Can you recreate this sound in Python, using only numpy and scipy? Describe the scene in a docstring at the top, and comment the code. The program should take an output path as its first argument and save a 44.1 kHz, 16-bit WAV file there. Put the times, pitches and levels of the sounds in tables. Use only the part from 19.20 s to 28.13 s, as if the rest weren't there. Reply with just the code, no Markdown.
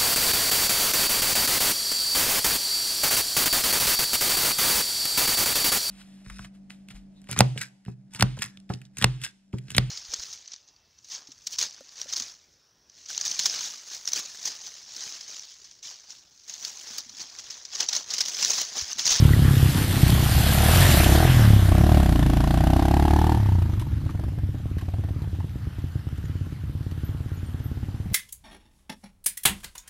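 """Two single-cylinder trail bikes at a shallow ford, near the listener, over a trickling stream and one early drip.
One has crossed and slows to an uneven idle; the next ploughs through in a burst of spray, passes,
climbs the bank under throttle and draws off popping, while ticks begin. Late on, a third runs far up the track
and something small chirps very high. Each pipe is a set of decaying modes rung by every firing;
rasp, spray, stream and the blur from the banks are shaped noise."""
import sys
import numpy as np
from scipy import signal
from scipy.fft import rfft, irfft, next_fast_len
from scipy.io import wavfile
from scipy.ndimage import uniform_filter1d

SR = 44100
rng = np.random.default_rng(int(sys.argv[2]) if len(sys.argv) > 2 else 0)


def materialize(psi):
    """Save the field psi as 16-bit PCM at rate SR to the path in sys.argv[1].

    A 1-D psi becomes a single channel; in a 2-D psi each row is a channel.
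    """
    bounded = np.clip(np.atleast_2d(psi).T, -1, 1)
    quanta = np.round(bounded * 32767).astype(np.int16)
    wavfile.write(sys.argv[1], SR, quanta)


N = 393813


def amp(db):
    """Decibel law: the amplitude gain of a level in dB."""
    return 10 ** (np.asarray(db) / 20)


def unit(x):
    """Normalisation: x at rms 1."""
    return x / np.sqrt(np.mean(x ** 2) + 1e-20)


def read(rows, s):
    """Linear interpolation: each column after the first, read at the times s."""
    t, *cols = np.transpose(rows)
    return [np.interp(s, t, c) for c in cols]


def along(points, hz):
    """Logarithmic pitch scale: (Hz, value) points interpolated on a log axis."""
    f, v = np.transpose(points)
    return np.interp(np.log(hz + 1), np.log(f + 1), v)


def filtered(x, response):
    """Linear filtering: the spectrum of x times a response of frequency."""
    padded = next_fast_len(N + 8192)
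    spectrum = rfft(x, padded) * response(np.fft.rfftfreq(padded, 1 / SR))
    return irfft(spectrum, padded)[..., :N]


# Stereo spread of all noise: pitch_hz [Hz], side_minus_mid_db [dB]
SIDE_SPREAD = [(3500, -92.5), (4500, -30), (6000, -10), (8000, -4.5), (14000, -4)]


def rush(tone, patchy_db, drops=0, drop_db=0):
    """Turbulence: coloured noise of mid rms 1, with random patches and droplet clicks (drops per s)."""
    drop_sizes = (rng.random(N) < drops / SR) * rng.exponential(size=N)
    clicks = uniform_filter1d(drop_sizes, size=40) * 40  # each lasts 40 samples
    white = rng.standard_normal((2, N)) * (1 + amp(drop_db) * clicks)
    z = signal.stft(white, nperseg=512)[2]
    field = uniform_filter1d(rng.standard_normal(z.shape[1:]), size=8, axis=0)  # over frequency
    field = uniform_filter1d(field, size=10, axis=1)  # over time
    pair = signal.istft(z * amp(patchy_db * unit(field)), nperseg=512)[1][:, :N]
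    # only the treble differs between the ears
    mid, side = filtered(pair, lambda hz: amp(along(tone, hz) + [0 * hz, along(SIDE_SPREAD, hz)]))
    return np.array([mid + side, mid - side]) / np.std(mid)


def firings(rate, lead):
    """Phase accumulation: times at which the summed rate passes a whole number, less lead (s)."""
    steps = 2000  # per s
    t = np.arange(rate[0][0], rate[-1][0], 1 / steps)
    turns = np.cumsum(read(rate, t)[0]) / steps
    return np.interp(np.arange(int(turns[-1]) + 1), turns, t) - lead


def laid(s, rows):
    """Superposition: one row of samples added at each time."""
    at = np.round(s * SR).astype(int)[:, None] + np.arange(rows.shape[1])
    # a margin of 1 s before and 2 s after takes the overhang
    return np.bincount(at.ravel() + SR, rows.ravel(), N + 3 * SR)[SR:SR + N]


# How unlike one firing is to the next: time_s [s], roughness [0-1]
FIRING_ROUGHNESS = [(0, .6), (1.2, .6), (1.5, .55), (2.05, .45), (2.15, .3), (2.45, .35), (2.6, .3),
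                    (4.1, .28), (4.4, .4), (4.65, .9), (8.93, .9)]


def rung(s, db, modes, scatter_db, stretch=1):
    """Modal resonance: each firing pulls the air in first and rings the modes at new strengths and pitches."""
    t = np.arange(SR // 12) / SR
    rough, = read(FIRING_ROUGHNESS, s)
    rows = 0
    for hz, level_db, t60, attack in modes:
        chance = rough[:, None] * np.clip(rng.standard_normal((len(s), 2)), -1.5, 1.5)
        pitch = hz * stretch * (1 + .012 * chance[:, 0])
        strength = amp(db + scatter_db * chance[:, 1])
        fade = amp(level_db - 60 * t / t60) * (1 - np.exp(-t / attack))
        # the minus sign makes the first swing a pull
        rows = rows - strength[:, None] * fade * np.sin(2 * np.pi * pitch[:, None] * t)
    return laid(s, rows)


def marked(s, times, values):
    """Nearest-neighbour assignment: the values at the firings nearest to the times, 0 elsewhere."""
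    out = np.zeros(len(s))
    out[np.abs(s[:, None] - np.asarray(times)).argmin(axis=0)] = values
    return out


# Echo from the banks as the bike draws off: time_s [s], level_under_direct_db [dB]
BANK_ECHO = [(0, -34), (2.4, -9.5), (4.1, -20), (4.5, -15), (8.93, -1)]


def scattered(x):
    """Diffuse reflection: the banks return the upper part of x as a short blurred tail."""
    decay_t60_s, lowest_hz = 0.39, 300
    t = np.arange(SR // 4) / SR
    tail = rng.standard_normal(len(t)) * amp(-60 * t / decay_t60_s) * (1 - np.exp(-t / 0.026))
    tail = tail / np.linalg.norm(tail)
    upper = filtered(x, lambda hz: hz ** 4 / (hz ** 4 + lowest_hz ** 4))
    level_db = read(BANK_ECHO, np.arange(N) / SR)[0]
    return amp(level_db) * signal.fftconvolve(upper, tail[None], axes=1)[:, :N]


# Level of the third bike: time_s [s], level_db [dB]
FAR_LEVEL = [(6, -79), (6.5, -65), (7.2, -59.5), (7.6, -77), (7.78, -57), (8.1, -62), (8.5, -62),
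             (8.93, -70)]
# Its spectrum: pitch_hz [Hz], density_db [dB per Hz]
FAR_SPECTRUM = [(900, -40), (1300, 1), (1480, 2.5), (1800, -11), (2300, -23), (2750, -5), (3100, -2),
                (3500, -16), (5000, -45)]


def far_bike():
    """Band-limited noise: only two thin bands of rasp reach the ford from far up the track."""
    level_db = read(FAR_LEVEL, np.arange(N) / SR)[0]
    return amp(level_db) * rush(FAR_SPECTRUM, patchy_db=2.0, drops=60, drop_db=-6)


# Spectrum of the low blur: pitch_hz [Hz], density_db [dB per Hz]
RUMBLE_SPECTRUM = [(12, -70), (25, -40), (54, -9), (75, 0), (110, -2), (150, -8), (200, -17), (300, -23),
                   (372, -40), (650, -56), (1100, -120)]


def banks():
    """Diffuse reflection: the banks return a low blur of the engines, thinner under load and in even running."""
    lag_s, loaded_db, gain_db, floor_db = 0.25, -9, -7, -41
    t = np.arange(N) / SR
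    level_db, load, _ = read(THROTTLE, t - lag_s)
    thump_db = read(WAITING_PIPE, t - lag_s)[0]
    passing = read(FIRING_ROUGHNESS, t)[0] * amp(level_db + loaded_db * load)
    engines = passing + amp(thump_db - 12)
    return (amp(gain_db) * engines + amp(floor_db)) * rush(RUMBLE_SPECTRUM, patchy_db=-0.5)


# Levels of the wheel spray, before its surges, and of the stream: time_s [s], level_db [dB]
SPRAY_LEVEL = [(0.0, -40.5), (0.5, -33.5), (0.98, -31), (1.3, -27), (1.42, -26), (1.52, -24.5),
               (1.64, -23.5), (1.78, -24), (1.9, -26), (2.06, -37), (2.36, -40), (2.8, -43.5), (3.2, -57),
               (4.1, -53), (4.6, -86), (5.3, -75)]
STREAM_LEVEL = [(0, -35.5), (1, -33.5), (1.45, -28.5), (1.65, -23.5), (1.85, -28), (2.2, -27), (2.5, -37.5),
                (3.2, -41), (4.05, -42), (4.65, -52), (5.2, -54), (7.1, -53.5), (7.6, -54), (7.8, -52),
                (8.4, -53), (8.93, -54)]
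# Their spectra: pitch_hz [Hz], density_db [dB per Hz]
SPRAY_SPECTRUM = [(180, -27), (300, -12), (358, 7), (442, -31), (685, -23), (947, -21), (1370, -10.5),
                  (1670, -5.5), (2420, -8.5), (3240, -4), (6300, -13.5), (13000, -8.5), (14400, -15.5)]
STREAM_SPECTRUM = [(300, -41), (420, -4), (591, -8), (774, -6), (954, -7), (1790, -6.5), (2380, -12),
                   (3120, -11), (4080, -14), (8260, -23.5), (12800, -20.5), (14400, -23.5)]


def water():
    """Turbulent noise with droplet impacts: wheel spray over the churn and trickle of the ford."""
    surge_rms_db, surge_s = 1, 0.03
    t = np.arange(N) / SR
    span = int(surge_s * SR)
    surge = uniform_filter1d(uniform_filter1d(rng.standard_normal(N), span), span)
    spray_db = read(SPRAY_LEVEL, t)[0] + surge_rms_db * unit(surge)
    spray = amp(spray_db) * rush(SPRAY_SPECTRUM, patchy_db=2, drops=500, drop_db=-9)
    stream = amp(read(STREAM_LEVEL, t)[0]) * rush(STREAM_SPECTRUM, patchy_db=1.8, drops=160, drop_db=-9)
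    return spray + stream


# Broad ticks: start_s [s], envelope_peak_db [dB], before the treble filter
TICK_EVENTS = [(4.537, -43), (4.596, -32.5), (4.614, -39.5), (4.898, -43), (5.584, -37), (5.6115, -42),
               (6.0202, -44), (6.5859, -46), (6.977, -44), (7.7136, -44)]
# High chirps, and the drip: start_s [s], level_db [dB], pitch_hz [Hz] at the start, t60_s [s]
CHIRP_EVENTS = [(7.046, -55, 7000, 0.11), (7.847, -46, 12300, 0.21), (8.143, -54, 12200, 0.13),
                (8.17, -54, 6800, 0.11), (8.262, -53, 8900, 0.17), (8.44, -46, 12200, .2)]
DRIP_EVENT = [(.134, -14.5, 1940, 0.022)]


def small_sounds():
    """Exponential decay: noise ticks, and fluttering sine tones for the breathy chirps and one drip."""
    tick_t60_s, tick_hz = 0.082, 1300  # ticks are thin below tick_hz
    t = np.arange(SR // 6) / SR
    s, db = np.transpose(TICK_EVENTS)
    ticks = laid(s, amp(db[:, None] - 60 * t / tick_t60_s)) * rush(RASP_SPECTRUM, patchy_db=1.5)
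    ticks = filtered(ticks, lambda hz: hz ** 2 / (hz ** 2 + tick_hz ** 2))
    s, db, hz, t60 = np.transpose(CHIRP_EVENTS + DRIP_EVENT)[:, :, None]
    # the pitch sags a little and flutters at random
    flutter = unit(uniform_filter1d(rng.standard_normal((len(s), len(t))), size=30, axis=1))
    pitch = hz * (1 + 0.016 * flutter - .3 * t)
    fade = amp(db - 60 * t / t60) * (1 - np.exp(-t / 0.001))
    tones = np.sin(2 * np.pi * np.cumsum(pitch, axis=1) / SR) * fade
    return ticks + laid(s[:, 0], tones)


RING_LOWEST = 0.834  # lowest share of the ring's listed pitches
# Engine speed of the waiting bike, starting on a firing: time_s [s], rate [firings per s]
WAITING_SPEED = [(0, 36.2), (.45, 33.06), (.7, 32.12), (1, 30.01), (1.2, 28.87), (2.4, 17.04), (4.6, 17.66),
                 (5.4, 17.92), (6, 17.76), (6.65, 17.55), (8.05, 17.68), (8.93, 17.43)]
# Its muffled pipe, before mode levels and scatter: time_s [s], thump_db [dB], ring_db [dB], throat_db [dB]
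WAITING_PIPE = [(0, -2.5, -18, -29), (.47, -6, -25, -31), (.53, -11.5, -36, -19), (.76, -14, -30, -20),
                (.85, -8.5, -23, -30), (1.2, -10, -32, -39), (1.26, -13, -35, -26), (1.6, -10, -33, -30),
                (2.4, -16, -36, -21), (4.5, -21.5, -31, -44), (5.4, -25.5, -19.5, -34.5),
                (6.5, -23, -24.5, -35.5), (8.93, -25.5, -24.5, -42)]
# Firings weaker or stronger than usual, some only slightly: time_s [s], change_db [dB]
UNEVEN_FIRINGS = [(.084, -5), (.172, -1.5), (.316, -0.5), (.408, -1), (.438, 3), (.468, 1), (.527, -7),
                  (.677, -4), (.708, -1.5), (.774, 1.5), (.838, 4), (.872, -4), (.935, 3), (1.035, 2),
                  (1.1, -3), (1.207, 3.5), (5.4, -9), (6.08, -3), (6.31, -18), (6.417, -31), (6.474, 4),
                  (6.53, -16), (6.7, -15), (6.755, 4.5), (6.812, -31), (7.155, 1.5), (7.388, -24),
                  (8.065, -1), (8.174, -2), (8.288, -6), (8.519, 1.5), (8.86, -2)]
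# Modes of the dull thump: pitch_hz [Hz], level_db [dB], t60_s [s], attack_s [s]
THUMP_MODES = [(79, -9.5, 0.079, 0.012), (107, -3, 0.027, 0.0083), (127.2, 7, 0.044, 0.0057),
               (216.3, 2, 0.029, 0.0086), (278, -19.5, 0.066, 0.0067), (317, -24, 0.066, 0.0051),
               (443, -31, 0.021, 0.0039)]


def waiting():
    """Impulse-driven resonance: the bike that has crossed thumps dully, slowing to an idle that misses firings."""
    jitter_s, scatter_db = .0006, 1.2
    s = firings(WAITING_SPEED, lead=0.00376)
    s = s + jitter_s * rng.standard_normal(len(s))
    uneven = scatter_db * np.clip(rng.standard_normal(len(s)), -2, 1.5)
    uneven = uneven + marked(s, *np.transpose(UNEVEN_FIRINGS))
    thump_db, ring_db, throat_db = read(WAITING_PIPE, s) + uneven
    tone = rung(s, thump_db, THUMP_MODES, scatter_db=2.5)
    tone += rung(s, ring_db, RING_MODES, scatter_db=2.5, stretch=RING_LOWEST)
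    tone += rung(s, throat_db, BODY_MODES + THROAT_MODES, scatter_db=3.5, stretch=0.81)
    return tone[None] + scattered(tone[None])


# Engine speed of the passing bike, starting on a firing: time_s [s], rate [firings per s]
ENGINE_SPEED = [(0.0, 35.57), (0.45, 32.7), (0.55, 34.48), (0.65, 30.68), (1.0, 36.58), (1.1, 33.6),
                (1.45, 36.39), (1.52, 41.5), (1.6, 45.5), (1.69, 45.5), (1.74, 35), (1.8, 33.14),
                (1.9, 32.7), (2.0, 40), (2.1, 43), (2.15, 41.26), (2.25, 36.29), (2.5, 30.93), (2.6, 34.02),
                (2.7, 38.86), (2.95, 29.17), (3.1, 27.81), (3.2, 28.5), (3.4, 30.76), (3.75, 35.23),
                (3.9, 36.38), (4.12, 38.7), (4.2, 35.38), (4.7, 19.52), (5.0, 23.73), (5.1, 19.95),
                (5.6, 16.71), (5.75, 20.17), (6.65, 17.41), (8.05, 17.75), (8.93, 17.34)]
# The rider and the pipe: time_s [s], exhaust_level_db [dB], load [0-1], bark_hz [Hz]
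THROTTLE = [(0, -31, 0.6, 736), (.53, -36, 0.67, 744), (.74, -26, 0.81, 760), (.85, -20.5, 0.8, 730),
            (1.2, -25, 0.95, 725), (1.5, -16.5, 0.82, 724), (1.65, -16, 0.66, 640), (2.03, -17, 0.87, 728),
            (2.12, -13.5, 0.51, 724), (2.36, -12, 0.23, 715), (2.44, -17.5, 0.59, 620),
            (2.52, -13.5, 0.76, 706), (2.75, -15.5, 0.86, 690), (2.95, -18, 0.93, 710),
            (3.2, -15.5, 0.72, 732), (3.5, -20.5, 0.97, 743), (3.8, -18.5, .9, 800),
            (4.12, -18.5, 0.86, 867), (4.21, -19, 0.2, 855), (4.52, -23.5, 0.07, 900),
            (4.7, -31.5, 0.42, 810), (5, -25.5, 0.14, 650), (5.4, -38, 0.37, 695), (5.8, -31.5, 0, 706),
            (6.2, -40, 0.12, 730), (6.5, -47.5, 0.15, 800), (8.93, -41, 0.75, 800)]
# Level of each part of the exhaust sound over time, added to its voice:
# time_s [s], body_db [dB], throat_db [dB], bark_db [dB], rasp_db [dB]
PIPE_PART_LEVELS = [(0, -2, 5, -2, -5), (.75, 7, 1, -4.5, -5), (1.0, -4.5, -9, -4.5, 1),
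                    (1.3, 0.5, -7, -0.5, -4), (1.6, -7, -11, 1.5, -18), (1.75, 4.5, 5.5, 3.5, -11),
                    (1.9, 1, 3, 3, -17), (2.05, -6, 1.5, 4, -5), (2.12, -11, -2, -10, -18),
                    (2.3, 9, -13, 5.5, -1), (2.5, 1, -0.5, -0.5, -2), (2.75, -1.5, -1.5, -1, 1),
                    (2.95, 4, 5, -5.5, 2.5), (3.2, 7.5, 2.5, -0.5, 2.5), (3.6, -3.5, 2, 2.5, 4),
                    (4.1, -3.5, 1.5, 2.5, 1), (4.3, 8, 8, 15, 4.5), (4.8, -15, 10, -5, -0.5),
                    (5.5, 9, 0.5, 9, -4.5), (8.93, 10, 13, -1, 6)]
# Pipe modes before any stretch: pitch_hz [Hz], level_db [dB], t60_s [s], attack_s [s]
BOOM_MODES = [(35.8, -26, 0.013, .002), (75.8, 0.5, 0.077, 0.0017)]
RING_MODES = [(113.3, 3.5, 0.099, 0.0053), (177, 2.5, 0.016, 0.00061)]
BODY_MODES = [(112, -5.5, 0.03, 0.0085), (143.8, 2.5, 0.068, 0.0097), (181, 0.5, 0.13, 0.01),
              (213, 1, 0.1, 0.016)]
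THROAT_MODES = [(271, -5, 0.098, 0.027), (300.9, 5, 0.061, 0.01), (332.6, 4, 0.062, 0.0099),
                (361.5, -5.5, 0.11, 0.02), (440, -5, 0.071, 0.013)]
# Bark, the lower note under it, and pops: pitch [times bark_hz], level_db [dB], t60_s [s], attack_s [s]
BARK_MODES = [(0.92, 3, 0.024, 0.0045), (1.02, 4, 0.024, 0.0041), (1.15, -14.5, 0.024, 0.0053),
              (1.35, -22, 0.012, 0.004), (2.05, -26, 0.07, .0012)]
HOLLOW_MODES = [(.68, 2, 0.029, 0.0081)]
POP_BARK_MODES = [(.8, 2.5, 0.022, 0.0024), (1, 9.5, 0.019, 0.0025), (1.2, -4, .035, .002),
                  (2.1, -12, .03, 0.0026)]
# Level of the lower note: time_s [s], level_over_bark_db [dB]
HOLLOW_LEVEL = [(0, -22), (1.2, -5.5), (1.9, -5.5), (2.5, -10), (3.1, -8), (3.3, -40), (4.2, -38),
                (4.6, -12), (8.93, -12)]
# Hard firings at low speed: start_s [s], bark_db [dB] before mode levels, bark_hz [Hz]
HARD_FIRINGS = [(4.419, -28, 910), (4.497, -39, 830), (4.535, -37, 1240), (4.621, -34, 980),
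                (4.667, -42, 905), (4.862, -37, 700), (4.892, -34, 1155), (4.948, -40, 700),
                (4.995, -33, 630), (5.037, -32, 620), (5.083, -39, 620), (5.185, -36, 710),
                (5.355, -43, 600), (5.622, -41, 810), (5.686, -32.5, 710), (5.739, -32.5, 690),
                (5.838, -34, 690), (5.886, -33.5, 636), (6.041, -37.5, 715), (6.147, -39, 790),
                (6.204, -34.5, 880)]
# Gaps between throat and bark: pitch_hz [Hz], width_hz [Hz], depth_db [dB]
SPECTRAL_GAPS = [(413, 49, -10.5), (522, 46, -9)]
# Spectrum of the rasp: pitch_hz [Hz], density_db [dB per Hz]
RASP_SPECTRUM = [(650, -2.5), (1100, 8), (1270, -0.5), (1500, -0.5), (1860, -1.5), (2240, -7), (2990, -5),
                 (7790, -18.5), (12600, -16), (14400, -28)]


def bike():
    """Source-filter principle: load drives boom, body, bark and rasp; a closed throttle leaves the pipe ringing."""
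    s = firings(ENGINE_SPEED, lead=0.00385)
    rate = read(ENGINE_SPEED, s)[0]
    level_db, load, bark_hz = read(THROTTLE, s)
    slack = 1 - np.clip(load, 0, 1)
    # slow running fires unevenly
    slowness = np.clip(np.gradient(s) * 100 - 2.5, .4, 1.2)
    uneven = slowness * np.clip(rng.standard_normal(len(s)), -2, 1.5) * read(FIRING_ROUGHNESS, s)[0]

    def voice(full_db, lost_db):
        """Load dependence: dB over the exhaust level at full load, less dB lost on a closed throttle."""
        return level_db + uneven + full_db - lost_db * slack

    boom_db, ring_db, body_db = voice(12.5, 19.5), voice(-3.5, -15), voice(5.5, 28.5)
    body_trim, throat_trim, bark_trim, rasp_trim = read(PIPE_PART_LEVELS, s)
    bark_db, rasp_db = voice(9.5, 32) + bark_trim, voice(-5, 16.5) + rasp_trim

    pop_s, pop_db, pop_hz = np.transpose(HARD_FIRINGS)
    pop = marked(s, pop_s, amp(pop_db))

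    def with_pops(db, gain_db):
        """Amplitude addition: the level in dB with the hard firings added."""
        return 20 * np.log10(amp(db) + amp(gain_db) * pop)

    # boom, body and throat follow a power of the firing rate that falls to 0 on a closed throttle
    stretch = (rate / 36.95) ** (0.94 * (1 - slack))
    ring_stretch = np.maximum(rate / 36.9, RING_LOWEST)
    tone = rung(s, ring_db, RING_MODES, scatter_db=3.5, stretch=ring_stretch)
    tone += rung(s, boom_db, BOOM_MODES, scatter_db=3.3, stretch=stretch)
    tone += rung(s, body_db + body_trim, BODY_MODES, scatter_db=3.5, stretch=stretch)
    throat_db = with_pops(body_db + throat_trim, gain_db=-7.0)
    tone += rung(s, throat_db, THROAT_MODES, scatter_db=5.5, stretch=stretch)
    bark_s = s + 0.00134  # the bark follows the first pull of air
    tone += rung(bark_s, bark_db, BARK_MODES, scatter_db=3.5, stretch=bark_hz)
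    tone = filtered(tone, lambda hz: amp(sum(db * np.exp(-((hz - mid) / width) ** 2)
                                             for mid, width, db in SPECTRAL_GAPS)))
    hollow_db = bark_db + read(HOLLOW_LEVEL, s)[0]
    tone += rung(bark_s, hollow_db, HOLLOW_MODES, scatter_db=4, stretch=bark_hz)
    tone += rung(pop_s, pop_db, POP_BARK_MODES, scatter_db=3.0, stretch=pop_hz)

    # each puff of rasp: a short burst over a faint longer tail
    t = np.arange(SR // 16) / SR
    puff = amp(-60 * t / 0.028) * (1 - np.exp(-t / 0.0012)) + 0.05 * amp(-60 * t / 0.15)
    puffs = laid(s + 0.0024, amp(with_pops(rasp_db, gain_db=-9))[:, None] * puff)
    direct = tone + puffs * rush(RASP_SPECTRUM, patchy_db=.8)
    return direct + scattered(direct)


def scene():
    """Superposition: everything at the ford, summed."""
    return far_bike() + banks() + water() + small_sounds() + waiting() + bike()


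def record(dry):
    """Band limitation: a second-order high-pass trims the deepest bass, and nothing passes above the top."""
    corner_hz, top_hz = 31, 14420

    def response(hz):
        """Second-order resonator response: high-pass below a sharp upper limit."""
        ratio = hz / corner_hz
        return (hz < top_hz) * (1j * ratio) ** 2 / (1 + 1.4j * ratio - ratio ** 2)

    return filtered(dry, response)


dry = scene()
out = record(dry)
materialize(out)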